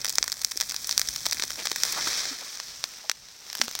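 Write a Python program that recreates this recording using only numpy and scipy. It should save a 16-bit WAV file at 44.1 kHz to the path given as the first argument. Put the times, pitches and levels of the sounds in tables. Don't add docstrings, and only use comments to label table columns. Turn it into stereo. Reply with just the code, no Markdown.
import sys
import numpy as np
from scipy import signal
from scipy.fft import rfft, irfft
from scipy.io import wavfile
from scipy.ndimage import uniform_filter1d

SR = 44100
rng = np.random.default_rng(int(sys.argv[2]) if len(sys.argv) > 2 else 0)


def int16_out(signal):
    q = np.round(np.clip(np.atleast_2d(signal).T, -1, 1) * 32767)
    wavfile.write(sys.argv[1], SR, q.astype(np.int16))


N = 167580

BODY_HZ, EDGE_HZ = 2900, 7200


def undb(db):
    return 10 ** (np.asarray(db) / 20)


def unit(x):
    return x / np.sqrt(np.mean(x ** 2))


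def curve(table, column=1):
    table = np.array(table)
    return np.interp(np.arange(N) / SR, table[:, 0], table[:, column])


def response(points):
    hz, db = np.array(points, float).T
    bin_hz = np.arange(2049) * SR / 4096
    log_gain = np.interp(np.log(bin_hz + 1), np.log(hz), db) * np.log(10) / 20
    cepstrum = irfft(log_gain)
    folded = np.r_[cepstrum[0], 2 * cepstrum[1:2048], np.zeros(2048)]
    h = irfft(np.exp(rfft(folded)))[:2048]
    return h / np.sqrt(np.sum(h ** 2))


def resonate(x, hz, width_hz):
    return signal.lfilter(*signal.iirpeak(hz, hz / width_hz, fs=SR), x)


def split(x):
    low = signal.sosfiltfilt(signal.butter(2, BODY_HZ, fs=SR, output="sos"), x)
    high = signal.sosfiltfilt(signal.butter(2, EDGE_HZ, "high", fs=SR, output="sos"), x)
    return low, x - low - high, high


def walk(rate_hz):
    hold = int(SR / rate_hz)
    steps = np.repeat(rng.standard_normal(N // hold + 1), hold)
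    slewed = uniform_filter1d(uniform_filter1d(steps, hold), hold)
    return unit(slewed[:N])


# time in seconds, level in dB, lows and highs in dB
HISS_LEVELS = [(0, -47.5, 3.5, 5.5), (.5, -48, 1.5, 10), (.9, -40, -1.5, 5), (1.4, -43, 0, 5.5),
               (1.7, -42, -2.5, 1.5), (1.84, -31, -1.5, 0.5), (1.96, -31.5, 3, -0.5), (2.08, -27, 0, -3),
               (2.22, -27.5, -2, -6), (2.37, -38, 2, -1.5), (2.65, -39.5, -3.5, -2.5),
               (3.04, -44, 1.5, -1.5), (3.15, -49, -2, -5.5), (3.47, -45.5, 0.5, -1), (3.66, -40.5, -1, -4)]
SPIT_DB, SPIT_PER_S = 2, 800
FLICKER_DB, FLICKER_PER_S = 1.2, 60


def hiss():
    shared_db = curve(HISS_LEVELS) + SPIT_DB * walk(SPIT_PER_S)
    shades_db = curve(HISS_LEVELS, 2), 0, curve(HISS_LEVELS, 3)
    out = np.zeros(N)
    for band, shade_db in zip(split(rng.standard_normal(N)), shades_db):
        out += band * undb(shared_db + shade_db + FLICKER_DB * walk(FLICKER_PER_S))
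    return out


# time in seconds, level in dB.
CRACKLE_LEVELS = [(0, -36), (1.7, -31), (2.1, -42), (2.4, -43), (3.4, -53), (3.6, -32.5)]
CRACKLE_PER_S, CRACKLE_T60_S = 300, 0.0041
CRACKLE_SPREAD_DB, CRACKLE_MAX_DB = 4.5, 14
FLURRY_DB, FLURRY_PER_S = 3.05, 10.5
SHADE_RANGE_DB = 18
SNAP_DB = 0
SNAP_BODY_DB = -2.5


def crackle():
    place, size, body, edge = rng.random((int(CRACKLE_PER_S * N / SR), 4)).T
    at = (place * N).astype(int)
    size_db = np.minimum(-CRACKLE_SPREAD_DB * np.log(1 - size), CRACKLE_MAX_DB)
    fade = undb(-60 / (CRACKLE_T60_S * SR))
    level = undb(curve(CRACKLE_LEVELS) + FLURRY_DB * walk(FLURRY_PER_S)) / 2
    noise = rng.standard_normal(N)
    body_db = SNAP_BODY_DB + SHADE_RANGE_DB * (body - .5)
    edge_db = SHADE_RANGE_DB * (edge - .5)
    bands = []
    for k, shade_db in enumerate((body_db, 0, edge_db)):
        spikes = np.bincount(at, undb(size_db + shade_db), N)
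        bursts = signal.lfilter([1], [1, -fade], spikes) * noise
        snaps = (bursts - undb(SNAP_DB) * spikes) * level
        bands.append(split(snaps)[k])
    return bands


# time in seconds, level in dB.
WIND_LEVELS = [(0, -51.5), (.13, -61), (.86, -57.5), (1.08, -56), (1.35, -54), (2.0, -69), (2.4, -93),
               (2.78, -58), (2.92, -68), (3.3, -68.5)]
# frequency in Hz, relative density in dB per Hz.
WIND_SPECTRUM = [(20, -10), (35, -2), (70, -2), (130, -4), (250, -7.5), (600, -28.5)]
AIR_HZ, AIR_DB = 784, -67


def wind():
    rumble = signal.fftconvolve(rng.standard_normal(N), response(WIND_SPECTRUM))[:N]
    murmur = unit(resonate(rng.standard_normal(N), AIR_HZ, AIR_HZ))
    return rumble * undb(curve(WIND_LEVELS) + 2 * walk(20)) + murmur * undb(AIR_DB + walk(13))


# frequency in Hz, relative gain in dB.
FIRE_COLOUR = [(100, -19), (500, -15), (1000, -13.5), (1800, -7.5), (3200, -7), (4600, -4), (5600, 0),
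               (6100, -2), (6700, -8.5), (8700, -13), (10000, -20), (12000, -18.5), (15000, -17.5),
               (15900, -16.5), (16200, -34)]


def fire_colour():
    return response(FIRE_COLOUR)


# start in seconds, spike level in dB before band shading and low cut,
# body and edge bands in dB relative to the middle.
POP_EVENTS = [(0.046, -13, 6.5, 10), (0.0553, -7, 2.5, -1), (0.0661, -10.5, -6, 2), (0.085, -24, -10, 4),
              (0.0954, -7.5, -8, 8.5), (0.1023, -9, -5, 2), (0.1253, -21, -6, 4.5), (0.1555, -16, -9, 3.5),
              (0.1839, 8, -3, -13), (0.228, 5, -7.5, -31), (0.2409, -16.5, 6, 5), (0.279, -8, 5.5, 3.5),
              (0.3196, -6.5, -4.5, 2), (0.3258, -9.5, -7, 2), (0.4166, -17, 3, 8), (0.4475, 3, -12.5, 0),
              (0.5118, -31, 3, 11), (0.5176, -28, 2, 3), (0.574, -10, -1.5, 3), (0.602, -6, -2, 0.5),
              (0.6109, -5.5, -1.5, 7), (0.6156, -23, 5, 7), (0.6261, -17, 2.5, -12), (0.695, -13, -5.5, 3),
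              (0.701, -12, -6, -6), (0.7101, -16, -3, -2), (0.7207, -17, 4, 3), (0.7437, -20.5, 6.5, 6),
              (0.7638, -7, -10.5, -1.5), (0.8451, -11, -6, -6), (0.871, -36, -15, 16.5),
              (0.893, -13.5, 8.5, 5.5), (0.9115, -2.5, -14, -4), (0.9196, -10, -17, -8),
              (0.9259, -8.5, -3.5, 1.5), (0.9784, 5.5, -4, 3), (0.9954, -9.5, 6, 11), (1.0157, -2.5, 1, -1),
              (1.0737, -19, -15, 1), (1.0873, -7, -4, -7), (1.0903, -25, -9, 8), (1.161, -8, -10, -0.5),
              (1.2554, -11, -2, 0), (1.2595, -9, -3, 3.5), (1.2652, -6.5, 8, 4.5), (1.3116, -25, -1, 4),
              (1.3243, -12.5, 8.5, 0), (1.33, -4, -8, 2), (1.3974, -19.5, 7, 6), (1.423, -1.5, -2, -17),
              (1.4371, -6.5, 4, -0.5), (1.5049, -14, 7, 6), (1.557, -34, 1.5, -1), (1.6551, -16, 8.5, 8.5),
              (1.66, -8, -8, -10), (1.671, -2.5, 3.5, -12), (1.7163, -5.5, 5, -5), (1.76, -19.5, 7, 9.5),
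              (1.835, 2.5, -2.5, 0.5), (1.852, -12, 1, 3), (1.864, -22, -10, 4), (1.924, -19.5, -8, 12),
              (2.075, -12, 3, -3), (2.2544, -10, 2, -6), (2.572, -26, 3.5, -6), (2.6, -19.5, 7.5, -4),
              (2.8406, -2, 3.5, -7.5), (3.0968, 2.5, 2.5, -7.5), (3.115, -8, 2, -0.5),
              (3.2857, -41, -2.5, -10), (3.5005, -15.5, -4.5, -13), (3.529, -25.5, 4, 4),
              (3.552, -23, 7.5, 7.5), (3.6153, 3.5, 6.5, -10), (3.6183, -8.5, 6.5, -7),
              (3.7525, -6.5, 1.5, 2.5), (3.7902, -15, -1, 4.5)]
TAIL_T60_S, HAZE_T60_S = .013, .035
TAIL_DB, TAIL_PER_DB = -19, 0.2
HAZE_DB = -33
POP_LOW_CUT_HZ = 607


def pops():
    t = np.arange(4096) / SR
    out = np.zeros((3, N + len(t)))
    spike = 1 / np.max(np.abs(fire_colour()))
    for start_s, peak_db, body_db, edge_db in POP_EVENTS:
        grain, unevenness, haze = rng.standard_normal((3, len(t)))
        delay, strength = rng.random(2)
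        splinters = unit(grain * undb(16.4 * uniform_filter1d(unevenness, size=9)))
        tail_db = TAIL_DB + TAIL_PER_DB * peak_db - peak_db
        pop = undb(tail_db - 60 * t / TAIL_T60_S) * splinters
        pop += undb(HAZE_DB - 60 * t / HAZE_T60_S) * haze
        pop[0] = -spike
        pop[6 + int(8 * delay)] -= .7 * spike * strength
        i = int(start_s * SR)
        out[:, i:i + len(t)] += pop * undb(peak_db + np.array([[body_db], [0], [edge_db]]))
    out = signal.lfilter(*signal.butter(2, POP_LOW_CUT_HZ, "high", fs=SR), out)
    return [split(out[k, :N])[k] for k in range(3)]


# start in seconds,
# frequency in Hz, initial level in dB before the resonance, cycles to fall 30 dB.
KNOCK_EVENTS = [(0.194, 50, -42.5, 3), (0.208, 400, -32, 1.8), (0.558, 380, -32, 2.3),
                (1.083, 58.3, -39, 4.3), (1.398, 380, -32, 2.2), (1.437, 420, -35.5, 4.3),
                (1.716, 390, -24, 2.3), (2.071, 334, -26.5, 2.8), (3.599, 305, -26.5, 1.8)]


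def knocks():
    t, out = np.arange(N) / SR, np.zeros(N)
    for start_s, hz, level_db, cycles in KNOCK_EVENTS:
        turns = hz * np.maximum(t - start_s, 0)
        fade_db = -60 * np.minimum(turns / cycles / 2, 5)
        ring = undb(level_db + fade_db) * np.sin(2 * np.pi * turns)
        out += resonate(ring, hz, hz)
    return out


# peak time in seconds, length in seconds,
# centre in Hz, width of each filter pass in Hz, level in dB.
SPLASH_EVENTS = [(1.595, 0.055, 450, 650, -43.5), (1.596, 0.039, 2340, 4170, -36.5),
                 (1.833, 1, 211, 261, -60), (1.978, 0.043, 950, 910, -33),
                 (2.073, 0.012, 1410, 1200, -28.5), (2.423, 0.026, 790, 1230, -45),
                 (3.048, 0.03, 676, 450, -47.5)]
SPLASH_ATTACK = 0.72


def splashes():
    t, out = np.arange(N) / SR, np.zeros(N)
    for peak_s, length_s, hz, width_hz, level_db in SPLASH_EVENTS:
        stretch = np.where(t < peak_s, SPLASH_ATTACK, 1)
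        shape = np.exp(-(2 * (t - peak_s) / length_s / stretch) ** 2)
        noise = resonate(rng.standard_normal(N), hz, width_hz)
        splash = shape * resonate(noise, hz, width_hz)
        out += undb(level_db) * splash * np.sqrt(np.sum(shape ** 2) / np.sum(splash ** 2))
    return out


# centre in seconds, frequency in Hz,
# mean level in dB before the swell, length in seconds.
GULP_EVENTS = [(2.324, 270, -36, 0.023), (3.636, 237, -39.5, 0.047)]
GULP_GLIDE = -0.044


def gulps():
    t, out = np.arange(N) / SR, np.zeros(N)
    for centre_s, hz, level_db, length_s in GULP_EVENTS:
        dt = t - centre_s
        turns = hz * dt * (1 + GULP_GLIDE * dt / length_s / 2)
        swell = np.exp(-(2 * dt / length_s) ** 2)
        out += undb(level_db + 3.8 * walk(90)) * swell * np.sin(2 * np.pi * turns)
    return out


# centre in Hz, width in Hz.
BODY_DIPS = [(2850, 600), (13500, 900)]
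# time in seconds, depth from 0 to 1.
BODY_DIP_DEPTH = [(0, 0.77), (2.2, 0.83), (2.9, 0.083)]
LATE_DIP_HZ, LATE_DIP_WIDTH_HZ, LATE_DIP_DEPTH = 2570, 2200, 0.31


def camera_dips(fire):
    depth = np.clip(curve(BODY_DIP_DEPTH), 0, 1)
    early = sum(resonate(fire, hz, width_hz) for hz, width_hz in BODY_DIPS)
    late = resonate(fire, LATE_DIP_HZ, LATE_DIP_WIDTH_HZ)
    return fire - depth * early - LATE_DIP_DEPTH * (1 - depth) * late


SIDE_HZ, SIDE_POP_DB, SIDE_EDGE_DB, SIDE_LOW_DB = 2370, -18.5, -13, -25.5


def side(x, level_db):
    return undb(level_db) * np.roll(x, 40) * walk(12) * np.array([[1], [-1]])


def scene():
    body, middle, edge = (pop + snap for pop, snap in zip(pops(), crackle()))
    fire = body + middle + edge + hiss()
    fire = fire + side(resonate(body, SIDE_HZ, SIDE_HZ), SIDE_POP_DB) + side(edge, SIDE_EDGE_DB)
    low = splashes() + gulps() + knocks() + wind()
    low = low + side(low, SIDE_LOW_DB)
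    return signal.fftconvolve(camera_dips(fire), fire_colour()[None])[:, :N] + low


TOP_HZ = 16900


def record(dry):
    low_pass = signal.ellip(10, .2, 70, TOP_HZ, fs=SR, output="sos")
    return signal.sosfilt(low_pass, np.clip(dry, -.95, .95))


dry = scene()
out = record(dry)
int16_out(out)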